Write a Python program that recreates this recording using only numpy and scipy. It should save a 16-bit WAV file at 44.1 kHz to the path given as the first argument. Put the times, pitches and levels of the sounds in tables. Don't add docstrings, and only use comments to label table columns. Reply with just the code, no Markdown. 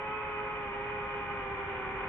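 import sys
import numpy as np
from scipy import signal
from scipy.fft import rfft, irfft
from scipy.io import wavfile

SR = 44100
rng = np.random.default_rng(int(sys.argv[2]) if len(sys.argv) > 2 else 0)


def master_out(mix):
    frames = np.transpose(np.atleast_2d(mix))
    ceiling = np.clip(frames, -1, 1)
    pcm = np.round(ceiling * 32767).astype(np.int16)
    wavfile.write(sys.argv[1], SR, pcm)


N = 92080

# (time [s], rate [Hz])
FRONT_LEFT_HZ = [(0.0, 418.8), (0.15, 427.9), (0.35, 418), (0.55, 422.5), (0.7, 404.8), (0.77, 407.8),
                 (0.84, 410.2), (0.9, 416), (0.94, 414.7), (1.02, 409.3), (1.14, 411.6), (1.34, 408.6),
                 (1.42, 400.4), (1.58, 393.9), (1.69, 398), (1.8, 384.7), (1.96, 388.2), (2.08, 391)]
FRONT_RIGHT_HZ = [(0.0, 420.5), (0.23, 426), (0.492, 415.3), (0.598, 419.9), (0.708, 405.4), (0.89, 414.3),
                  (0.958, 411.9), (1.072, 405.8), (1.15, 405.6), (1.212, 405.1), (1.518, 403.7),
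                  (2.08, 420.8)]
REAR_RIGHT_HZ = [(0, 532.7), (0.168, 537.8), (.62, 521.9), (.7, 518), (.83, 523), (0.949, 526),
                 (1.059, 517.6), (1.25, 517.2), (1.351, 517), (1.498, 511), (1.6, 504.4), (1.7, 511),
                 (1.799, 510), (1.9, 508), (2, 509.2), (2.08, 530)]
REAR_LEFT_HZ = [(0.0, 536.6), (0.21, 541.6), (0.498, 531.2), (0.61, 535.3), (0.712, 525), (0.78, 525),
                (0.901, 534.4), (1.399, 527.2), (1.5, 515), (1.868, 517.4), (1.99, 526), (2.08, 523.7)]
BLADE_DB = [(-44, -45.5, -47, -62.5, -64, -68), (-51.5, -54.5, -58, -62, -61.5, -57),
            (-53, -56, -68.5, -59.5, -67.5, -78), (-54, -48.5, -60.5, -69, -70.5, -76)]
# (L-R [dB], lead at left microphone [ms], speed hunting [share])
ROTORS = [(-1, -.02, 0.003009), (-3.5, -0.24, .003), (-6, -0.26, .003), (4, 0.12, 0.0032)]
# (level [dB], L-R [dB])
MAGNET_WHINE = [(-57.5, 7), (-60.5, 5.5), (-51.5, -9), (-53, -8)]
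WAKE_ORDERS = [(1, 1), (2, 1), (1, 2), (3, 2), (2, 4)]
# (level [dB], L-R [dB])
WAKE_LEVELS = [(-51, 3), (-60, -6.5), (-60, 12), (-58, -2), (-59.5, -6)]
# (centre [Hz], width [Hz], relative gain [dB])
BELL = [(5755, 170, -4), (7040, 47, 5.5)]
# (frequency [Hz], relative gain [dB])
WASH_AT_CAMERA = [(20, -30.5), (200, -4.5), (350, 0.5), (650, -0.5), (1000, 8), (1300, 4), (1700, 3),
                  (2050, 7), (2400, 6), (2700, -2), (3100, -3.5), (3500, -8), (3900, -21), (4300, -48),
                  (5000, -40.5), (6500, -28), (9000, -37), (15000, -34)]
# (frequency [Hz], relative level [dB])
WIND_SPECTRUM = [(12, -26), (28, -5), (48, -1.5), (80, -2.5), (135, -2.5), (200, -5.5), (300, -9),
                 (600, -19.5), (2000, -71.5)]

BLADES, POLES, COMMUTATIONS = 3, 14, 42
HUNT_PER_S = 39.36
FLUTTER_DB, FLUTTER_PER_S, ROUGH_SHARE = 2.0, 38, 0.12
EDDIES_PER_S = 140
LOAD_DB_PER_PERCENT = 0.39
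PORTS_APART_HZ = 1700
APART_RAD = 1.11
MOTOR_EXPOSURE = 0.26
SWITCH_DB, SWITCH_JITTER_RAD, SWITCH_JITTERS_PER_S = -92, 0.6, 160
WASH_DB, WASH_RISE_DB_PER_S = -42, 1.17
WASH_SIDE, WASH_CHOP_PER_ROTOR = 0.37, 0.165
WASH_SUCTION = 0.07
WIND_DB, WIND_RISE_DB_PER_S, WIND_SIDE = -48, 1.5, 0.34
FRAME_HZ, FRAME_HALF_WIDTH_HZ, FRAME_SIDE = 1490, 44, 0.18
FRAME_DB, FRAME_RISE_DB_PER_S = -52.5, 3
FRAME_GUST_DB, FRAME_GUSTS_PER_S = 2, 11
TOP_HZ = 15500


def undb(db):
    return 10 ** (np.asarray(db) / 20)


def unit(x):
    return x / np.sqrt(np.mean(x ** 2))


def walk(rate_per_s):
    size = N // 32
    f_hz = np.fft.rfftfreq(size, N / size / SR)
    lowpass = 1 / (1 + (2 * f_hz / rate_per_s) ** 4)
    slow = unit(irfft(rfft(rng.standard_normal(size)) * lowpass, size))
    return signal.resample_poly(slow, 33, 1, window=("kaiser", 12))[:N]


def air(colour, side):
    f_hz = np.fft.rfftfreq(N, 1 / SR)
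    mid, difference = rfft(rng.standard_normal((2, N)))
    width = side + (1 - side) / (1 + (PORTS_APART_HZ / (f_hz + 1)) ** 8)
    signs = np.array([[1], [-1]])
    stereo = (mid + signs * width * difference) / np.sqrt(1 + width ** 2)
    return unit(irfft(colour(f_hz) * stereo, N))


def shape(points):
    hz, db = np.array(points).T
    return lambda f_hz: undb(np.interp(np.log(f_hz + 1), np.log(hz), db))


def eddy():
    return walk(EDDIES_PER_S) + 1j * walk(EDDIES_PER_S)


def tone(phase, db, pan_db=0, lead_ms=0, exposure=1):
    speed_hz = np.gradient(phase) * SR / (2 * np.pi)
    mean_hz = speed_hz.mean()
    exposed = exposure * 2 * mean_hz / (mean_hz + 1000)
    half_lead_rad = np.pi * mean_hz * lead_ms / 1000
    load_db = LOAD_DB_PER_PERCENT * exposed * (speed_hz / mean_hz - 1) * 100
    apart = 1 / (1 + (PORTS_APART_HZ / mean_hz) ** 4)
    shared_gust, shared_eddy = walk(FLUTTER_PER_S), eddy()
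    out = []
    for side in (1, -1):
        flutter = np.sqrt(1 - apart) * shared_gust + np.sqrt(apart) * walk(FLUTTER_PER_S)
        grain = 1 + ROUGH_SHARE * exposed * (shared_eddy + eddy()) / np.sqrt(2)
        side_phase = phase + side * (half_lead_rad + apart * APART_RAD)
        line = -np.real(grain * np.exp(1j * side_phase))
        moving = unit(undb(FLUTTER_DB * exposed * flutter + load_db) * line)
        out.append(moving * undb(db + side * pan_db / 2))
    return np.array(out)


def spin(curve, hunt_share, t):
    hz = np.interp(t, *np.array(curve).T) * (1 + hunt_share * walk(HUNT_PER_S))
    return 2 * np.pi * (rng.random() + np.cumsum(hz) / SR)


def propellers(phases):
    out = np.zeros((2, N))
    for phase, levels_db, (pan_db, lead_ms, _) in zip(phases, BLADE_DB, ROTORS):
        for harmonic, db in enumerate(levels_db, 1):
            out += tone(harmonic * phase, db, pan_db, lead_ms)
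    return out


def wake_cutting(phases):
    _, front_right, _, rear_left = phases
    return sum(tone(front * front_right + rear * rear_left, db, pan_db)
               for (front, rear), (db, pan_db) in zip(WAKE_ORDERS, WAKE_LEVELS))


def magnet_whine(phases):
    return sum(tone(phase * POLES / BLADES, db, pan_db, exposure=MOTOR_EXPOSURE)
               for phase, (db, pan_db) in zip(phases, MAGNET_WHINE))


def coil_switching(phases):
    switching = sum(np.cos(phase * COMMUTATIONS / BLADES + SWITCH_JITTER_RAD * walk(SWITCH_JITTERS_PER_S))
                    for phase in phases)
    f_hz = np.fft.rfftfreq(N, 1 / SR)
    bell = sum(undb(db) / (1 + 2j * (f_hz - hz) / width_hz) for hz, width_hz, db in BELL)
    return undb(SWITCH_DB) * unit(irfft(rfft(switching) * bell, N))


def wash(phases, late_s):
    chop = 1 + WASH_CHOP_PER_ROTOR * sum(np.cos(phase) for phase in phases)
    rush = air(lambda f_hz: f_hz / (f_hz + 100) / (1 + (f_hz / 3000) ** 2), WASH_SIDE) * chop
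    rush = rush - WASH_SUCTION * (rush ** 2 - np.mean(rush ** 2))
    gain = shape(WASH_AT_CAMERA)(np.fft.rfftfreq(N, 1 / SR))
    return unit(irfft(rfft(rush) * gain, N)) * undb(WASH_DB + WASH_RISE_DB_PER_S * late_s)


def wind(late_s):
    return air(shape(WIND_SPECTRUM), WIND_SIDE) * undb(WIND_DB + WIND_RISE_DB_PER_S * late_s)


def frame_ring(late_s):
    ring = air(lambda f_hz: 1 / (1 + ((f_hz - FRAME_HZ) / FRAME_HALF_WIDTH_HZ) ** 2), FRAME_SIDE)
    gusty = unit(ring * undb(FRAME_GUST_DB * walk(FRAME_GUSTS_PER_S)))
    return gusty * undb(FRAME_DB + FRAME_RISE_DB_PER_S * late_s)


def scene():
    t = np.arange(N) / SR
    late_s = t - t.mean()
    curves = FRONT_LEFT_HZ, FRONT_RIGHT_HZ, REAR_RIGHT_HZ, REAR_LEFT_HZ
    phases = [spin(curve, hunt_share, t) for curve, (_, _, hunt_share) in zip(curves, ROTORS)]
    blades = propellers(phases) + wake_cutting(phases)
    motors = magnet_whine(phases) + coil_switching(phases)
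    return blades + motors + wash(phases, late_s) + wind(late_s) + frame_ring(late_s)


def record(dry):
    lowpass = signal.ellip(8, 0.2, 70, TOP_HZ, fs=SR, output="sos")
    return signal.sosfilt(lowpass, dry)


dry = scene()
out = record(dry)
master_out(out)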